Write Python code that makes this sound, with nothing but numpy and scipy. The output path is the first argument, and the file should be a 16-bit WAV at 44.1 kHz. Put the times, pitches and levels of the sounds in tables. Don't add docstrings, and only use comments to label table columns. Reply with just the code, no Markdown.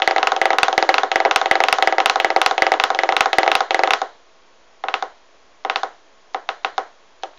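import sys
import numpy as np
from scipy import signal
from scipy.fft import rfft, irfft
from scipy.io import wavfile

SR = 44100
rng = np.random.default_rng(int(sys.argv[2]) if len(sys.argv) > 2 else 0)


def how_loud(loudness_db):
    steps = np.asarray(loudness_db, float) / 20
    return 10 ** steps


def store_wav(level_fs):
    pcm = np.round(np.clip(np.atleast_2d(level_fs), -1, 1) * 32767)
    wavfile.write(sys.argv[1], SR, pcm.T.astype(np.int16))


N = 325458

# (frequency [Hz], density [dB per Hz])
FAN_HISS = [(100, -53), (170, -17.5), (444, -7), (1060, -8.5), (1200, -11), (6900, -22), (8970, -53),
            (15200, -120)]
# (frequency [Hz], level [dB])
FAN_LINES = [(452.2, -83), (656.8, -63.5), (1093, -66), (2471, -94), (3278, -70)]

# (frequency [Hz], decay t60 [s], mode shape at spots 0, 1, 2 [ratio])
FAR_MODES = [(324, 0.038, 0.01, 0.033, 0.043), (422, 0.083, 0.028, 0.067, 0.059),
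             (502, 0.1, 0.014, 0.041, 0.045), (671, 0.038, 0.141, 0.367, 0.286),
             (737, 0.068, 0.09, 0.245, 0.185), (762, 0.111, 0.07, 0.215, 0.159),
             (827, 0.006, -0.359, -1.0, -1.0), (959, 0.038, 0.074, 0.132, 0.144),
             (1118, 0.11, -0.017, -0.047, -0.006), (1229, 0.068, -0.077, -0.121, -0.104),
             (1280, 0.111, -0.086, -0.142, -0.079), (1370, 0.032, 0.153, 0.259, 0.132),
             (1496, 0.012, -0.454, -0.766, -0.211), (1619, 0.011, 0.002, -0.242, 0.356),
             (1738, 0.014, 0.315, 0.463, 0.032), (2078, 0.011, -0.725, -0.284, -0.658),
             (2208, 0.026, -0.3, -0.08, -0.186), (2674, 0.011, 1.0, 0.03, 0.851),
             (3188, 0.031, -0.07, -0.008, -0.122), (3671, 0.006, -0.825, -0.627, -0.685),
             (4025, 0.006, 0.317, -0.097, -0.258), (4645, 0.006, 0.283, -0.075, -0.005),
             (5404, 0.007, -0.023, 0.182, -0.295), (5944, 0.006, -0.157, -0.21, -0.155),
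             (6638, 0.006, -0.066, 0.31, -0.189)]
NEAR_MODES = [(357, 0.07, -0.026, -0.035, -0.056), (461, 0.006, 0.294, 0.288, 0.46),
              (537, 0.082, -0.079, -0.09, -0.144), (647, 0.102, 0.06, 0.081, 0.101),
              (734, 0.111, 0.013, 0.046, 0.073), (780, 0.064, -0.218, -0.302, -0.468),
              (877, 0.038, -0.197, -0.229, -0.297), (976, 0.024, -0.14, -0.176, -0.211),
              (1095, 0.111, -0.015, -0.005, -0.004), (1180, 0.111, -0.026, -0.021, -0.031),
              (1286, 0.111, 0.069, 0.091, 0.089), (1402, 0.024, -0.204, -0.208, -0.177),
              (1537, 0.085, -0.055, -0.056, -0.036), (1628, 0.022, -0.411, -0.375, -0.273),
              (1868, 0.015, -0.192, -0.164, -0.074), (2010, 0.017, 1.0, 1.0, 0.251),
              (2266, 0.03, -0.222, -0.326, -0.259), (2567, 0.026, -0.15, -0.378, -0.485),
              (3277, 0.01, 0.031, 0.731, 1.0), (3585, 0.016, 0.108, 0.206, 0.245),
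              (4042, 0.006, -0.328, -0.866, -0.579), (4991, 0.006, 0.268, 0.199, -0.708),
              (5752, 0.006, -0.138, 0.035, -0.062), (6251, 0.006, -0.097, 0.234, 0.742),
              (6827, 0.006, 0.014, -0.31, -0.151)]

# (time [s], blow [dB], nail beyond the finger's usual [dB])
FAR_FIRST = [(.1818, -1.4, 1.5), (.5313, 1.2, -7), (1.6376, -4.5, 9.5), (2.0022, -3.5, 5.5),
             (2.7385, -1.5, -1.5), (3.1232, 0.2, -3.5), (3.4625, 0, -13), (3.8742, -1, -2.5),
             (4.8383, -5.5, -9.5), (5.6490, -3, -9.5), (6.3456, -4.5, -4)]
FAR_SECOND = [(.2289, 5, -3), (0.5845, 4.5, -1.1), (0.9416, 2.5, 1.5), (1.3108, 2, 1.8), (1.6844, 2.5, 1.4),
              (2.0586, 2, 4), (2.4154, 1, 3.5), (2.7988, 2.5, 0.5), (3.1658, 2, 2), (3.5159, 3, 0),
              (3.9067, 1.5, 2.8), (4.8842, -1.5, -1.5), (5.6980, .2, 0.5), (6.4895, -3, 2)]
FAR_THIRD = [(0.2713, 3.5, 0.5), (.6310, 4, 2.3), (0.9815, 4, 0.2), (1.3599, 5, 0.6), (1.7265, 3.5, 3.3),
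             (2.0972, 4, -1.2), (2.4616, 4.5, 0.3), (2.8377, 4, 0.9), (3.207, 5.5, 1.5), (3.5523, 4.5, -1),
             (3.9346, 3, 1), (4.9402, 0.3, 1), (5.7588, 0, .6), (6.6468, 1.6, -2.5)]
FAR_FOURTH = [(.0004, -23.5, 12.5), (.3192, -5, 1.5), (0.6822, -6, 2.5), (1.0331, -5, 0.6),
              (1.4142, -7.5, 2.5), (1.7849, -6.5, 0), (2.1577, -4.5, 0), (2.5107, -5, -0.5),
              (2.9029, -6, 1), (3.258, -4, 0.6), (3.6058, -7.5, 4.5), (4.0166, -6.5, -1.2),
              (5.0246, -9.5, -.8), (5.8328, -7, -2.5), (6.7798, -6.5, -0.1)]
NEAR_FIRST = [
    (.0201, -9, 3),
    (1.1159, -8.5, 1.5),
    (1.4581, -2.5, -7.5),
    (1.8241, -3, -1),
    (2.2000, -9, 1.5),
    (2.5793, -3.5, -4),
    (3.3303, -5, -1.5),
    (3.7072, -3, -5),
]
NEAR_FIRST_SHORT = [
    (0.3638, -10.5, 2.7),
    (0.728, -8, -0.5),
    (2.9475, -13, 3.5),
    (7.2341, -15.5, 1.5),
]
NEAR_SECOND = [(0.0754, 4.2, 0.3), (.4149, 4.4, -0.7), (0.7783, 4.1, 0.3), (1.1576, 4, -.2),
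               (1.5118, 4.6, 1.6), (1.8734, 4, 1.3), (2.2456, 4.1, .4), (2.6208, 5, 1), (2.9889, 0.25, 1.3),
               (3.3839, 5.9, 1), (3.7448, 1.25, 0.6)]
NEAR_THIRD = [(0.1098, .1, 1.1), (.4550, 1.5, 1.8), (0.8256, 1.6, 1.2), (1.2018, 2.6, -1.1),
              (1.5541, .8, 1.2), (1.9244, 1, -1.8), (2.3027, 0.85, -0.078), (2.6660, 1.6, 1.4),
              (3.0342, 1.1, 0.91), (3.4311, 1.2, -0.61), (3.7919, 2, -1.3)]
NEAR_FOURTH = [(.1618, 0.7, 0.5), (.5045, 1.5, -0.2), (0.8907, 5.5, -2.1), (.8944, -7.5, 7),
               (1.2504, 3, -2.6), (1.2575, 8, -18), (1.6034, 4, -2), (1.9825, 2.1, 0.2), (2.3622, 6, -4),
               (2.7184, 3, -0.3), (3.0900, 1.7, -0.5), (3.4773, 3.5, -0.8), (3.8350, 2, 1.5)]

# (pad contact [ms], nail share [dB], nail tick [dB])
FAR_TOUCH = [(0.44, -8, -11), (0.48, -7, -7), (0.4985, -6.5, 1), (0.56, -2, -17.5)]
NEAR_TOUCH = [(0.57, 0.97, -6), (0.46, -5, -23), (0.82, -5, -9), (0.596, -6, -7), (0.6, -4, -11.5)]
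FAR_SPOTS = [2, 0, 0, 1]
NEAR_SPOTS = [1, 2, 0, 0, 0]
# (pad contact [ms], nail share [dB], nail tick [dB])
FAR_EFFORT = (-0.0016, 0.29, 1.7)
NEAR_EFFORT = (-0.001, 0.085, 0.33)

# (centre [Hz], level [dB], decay t60 [s])
ROOM_BANDS = [(330.8, 6.5, 0.2), (561, -3, 0.26), (806, -4.5, 0.29), (1264, 0, 0.24), (1680, -5.5, 0.33),
              (2775, -3, 0.16), (3500, -13, 0.5), (4660, -7, 0.2), (6740, -7, 0.35)]

# (time [s], level [dB], centre [Hz])
BRUSHES = [
    (5.64, -53, 3950),
    (6.339, -49.5, 5400),
    (6.635, -51, 3850),
    (6.771, -52, 4500),
    (7.226, -47, 3500),
    (7.334, -42, 890),
    (7.337, -49, 2220),
    (7.376, -46, 3100),
]

# (far hand [dB], near hand [dB])
LEAK_DB = (-16.5, -30)
# (low edge [Hz], high edge [Hz])
LEAK_HZ = (70, 240)


def band(x, lo_hz, hi_hz, order=2):
    return signal.sosfilt(signal.butter(order, [lo_hz, min(hi_hz, .45 * SR)], "band", fs=SR, output="sos"), x)


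def level(x, db):
    return x * how_loud(db) / np.sqrt(np.mean(x ** 2))


def fan():
    hz, db = np.transpose(FAN_HISS)
    f = np.maximum(np.arange(N // 2 + 1) * SR / N, 1)
    colour = how_loud(np.interp(np.log(f), np.log(hz), db))
    sound = level(irfft(rfft(rng.standard_normal(N)) * colour, N), -54)
    t = np.arange(N) / SR
    for line_hz, line_db in FAN_LINES:
        waver = np.cumsum(0.025 * rng.standard_normal(N))
        sound += how_loud(line_db) * np.sin(2 * np.pi * line_hz * t + waver)
    return sound


def rolls(fingers, touch, spots, effort):
    tick_per_nail = 1.12
    pad_ms_per_nail = -0.0072
    taps = []
    for landings, usual, spot in zip(fingers, touch, spots):
        s, blow_db, more_nail_db = np.transpose(landings)
        extra_blow_db = blow_db - np.median(blow_db)
        pad_ms, nail_db, tick_db = (np.array(usual) + np.outer(extra_blow_db, effort)).T
        pad_ms = np.clip(pad_ms + pad_ms_per_nail * more_nail_db, .2, 1)
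        tick_db = np.minimum(tick_db + tick_per_nail * more_nail_db, 0)
        taps.append(np.transpose([s, blow_db, pad_ms, nail_db + more_nail_db, np.full_like(s, spot), tick_db]))
    return np.concatenate(taps)


def push(late, ms):
    phase = (np.arange(96)[None] - late[:, None]) / (ms[:, None] * SR / 1000)
    force = np.sin(np.pi * np.clip(phase, 0, 1))
    return force / force.sum(axis=1, keepdims=True)


def board_ring(force, spot, modes, t):
    hz, t60, *shapes = np.transpose(modes)
    rings = np.sin(2 * np.pi * np.outer(hz, t)) * how_loud(-60 * np.outer(1 / t60, t))
    scatter = how_loud(1.17 * rng.standard_normal((len(spot), len(hz))))
    strength = np.array(shapes)[spot.astype(int)] * scatter
    return signal.fftconvolve(strength @ rings, force, axes=1)[:, :len(t)]


def nail_tick(board, tick_db, t):
    tick_hz, t60_s = 2210, 0.012
    noise = band(rng.standard_normal(board.shape), tick_hz, 2.22 * tick_hz)
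    peak = np.abs(board).max(axis=1, keepdims=True)
    return peak * noise * how_loud(-1 + tick_db[:, None] - 60 * t / t60_s)


def hand(taps, modes):
    nail_ms, board_db = .13, 1.02
    s, blow_db, pad_ms, nail_db, spot, tick_db = np.transpose(taps)
    start = (s * SR).astype(int)
    late = s * SR - start
    t = np.arange(SR // 5) / SR
    force = push(late, pad_ms) + how_loud(nail_db)[:, None] * push(late, np.full_like(s, nail_ms))
    board = board_ring(force, spot, modes, t)
    sound = how_loud(blow_db + board_db)[:, None] * (board + nail_tick(board, tick_db, t))
    direct = np.zeros(N + len(t))
    for i, tap in zip(start, sound):
        direct[i:i + len(t)] += tap
    return direct[:N] + room(start, sound)


def room(start, sound):
    room_db, rise_s, feed_width = -35.5, 0.0018, 1.346
    t = np.arange(SR // 2) / SR
    build_up = 1 - np.exp(-(t / rise_s) ** 2)
    tail = np.zeros(N)
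    for hz, db, t60 in ROOM_BANDS:
        onset = band(sound[:, :SR // 40], hz / feed_width, hz * feed_width)
        feed = np.zeros(N)
        feed[start] = np.linalg.norm(onset, axis=1)
        noise = band(rng.standard_normal(len(t)), hz / 1.238, hz * 1.266, order=3)
        echo = level(noise, db + room_db) * how_loud(-60 * t / t60) * build_up
        tail += signal.fftconvolve(feed, echo)[:N]
    return tail


def brushes():
    puff_s = 0.0027
    t = np.arange(N) / SR
    sound = np.zeros(N)
    for s, db, hz in BRUSHES:
        hiss = level(band(rng.standard_normal(N), hz / 1.5, hz * 1.3), db)
        sound += hiss * np.exp(-((t - s) / puff_s) ** 2)
    return sound


def scene():
    far_fingers = [FAR_FIRST, FAR_SECOND, FAR_THIRD, FAR_FOURTH]
    near_fingers = [NEAR_FIRST, NEAR_FIRST_SHORT, NEAR_SECOND, NEAR_THIRD, NEAR_FOURTH]
    far = rolls(far_fingers, FAR_TOUCH, FAR_SPOTS, FAR_EFFORT)
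    near = rolls(near_fingers, NEAR_TOUCH, NEAR_SPOTS, NEAR_EFFORT)
    hands = np.array([hand(far, FAR_MODES), hand(near, NEAR_MODES)])
    leak = band(how_loud(np.array(LEAK_DB)) @ hands, *LEAK_HZ, order=3)
    bass_cut = signal.butter(8, 312, "high", fs=SR, output="sos")
    taps = signal.sosfilt(bass_cut, hands.sum(axis=0))
    return (fan() + taps + leak + brushes())[None]


def band_limit(x):
    return signal.sosfilt(signal.butter(12, 16680, fs=SR, output="sos"), x)


def record(dry):
    treble_hz, top_hz = 7000, 16600
    rumble_hz, rumble_db, offset = 74.5, -72.5, .0024
    x = signal.sosfilt(signal.cheby1(10, .2, treble_hz, fs=SR, output="sos"), dry)
    rumble = level(band(rng.standard_normal(N), 12, rumble_hz, order=4), rumble_db)
    x = np.clip(x + rumble + offset, -1, 1)
    x = signal.sosfiltfilt(signal.ellip(6, .1, 35, top_hz, fs=SR, output="sos"), x)
    return band_limit(x)


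dry = scene()
out = record(dry)
store_wav(out)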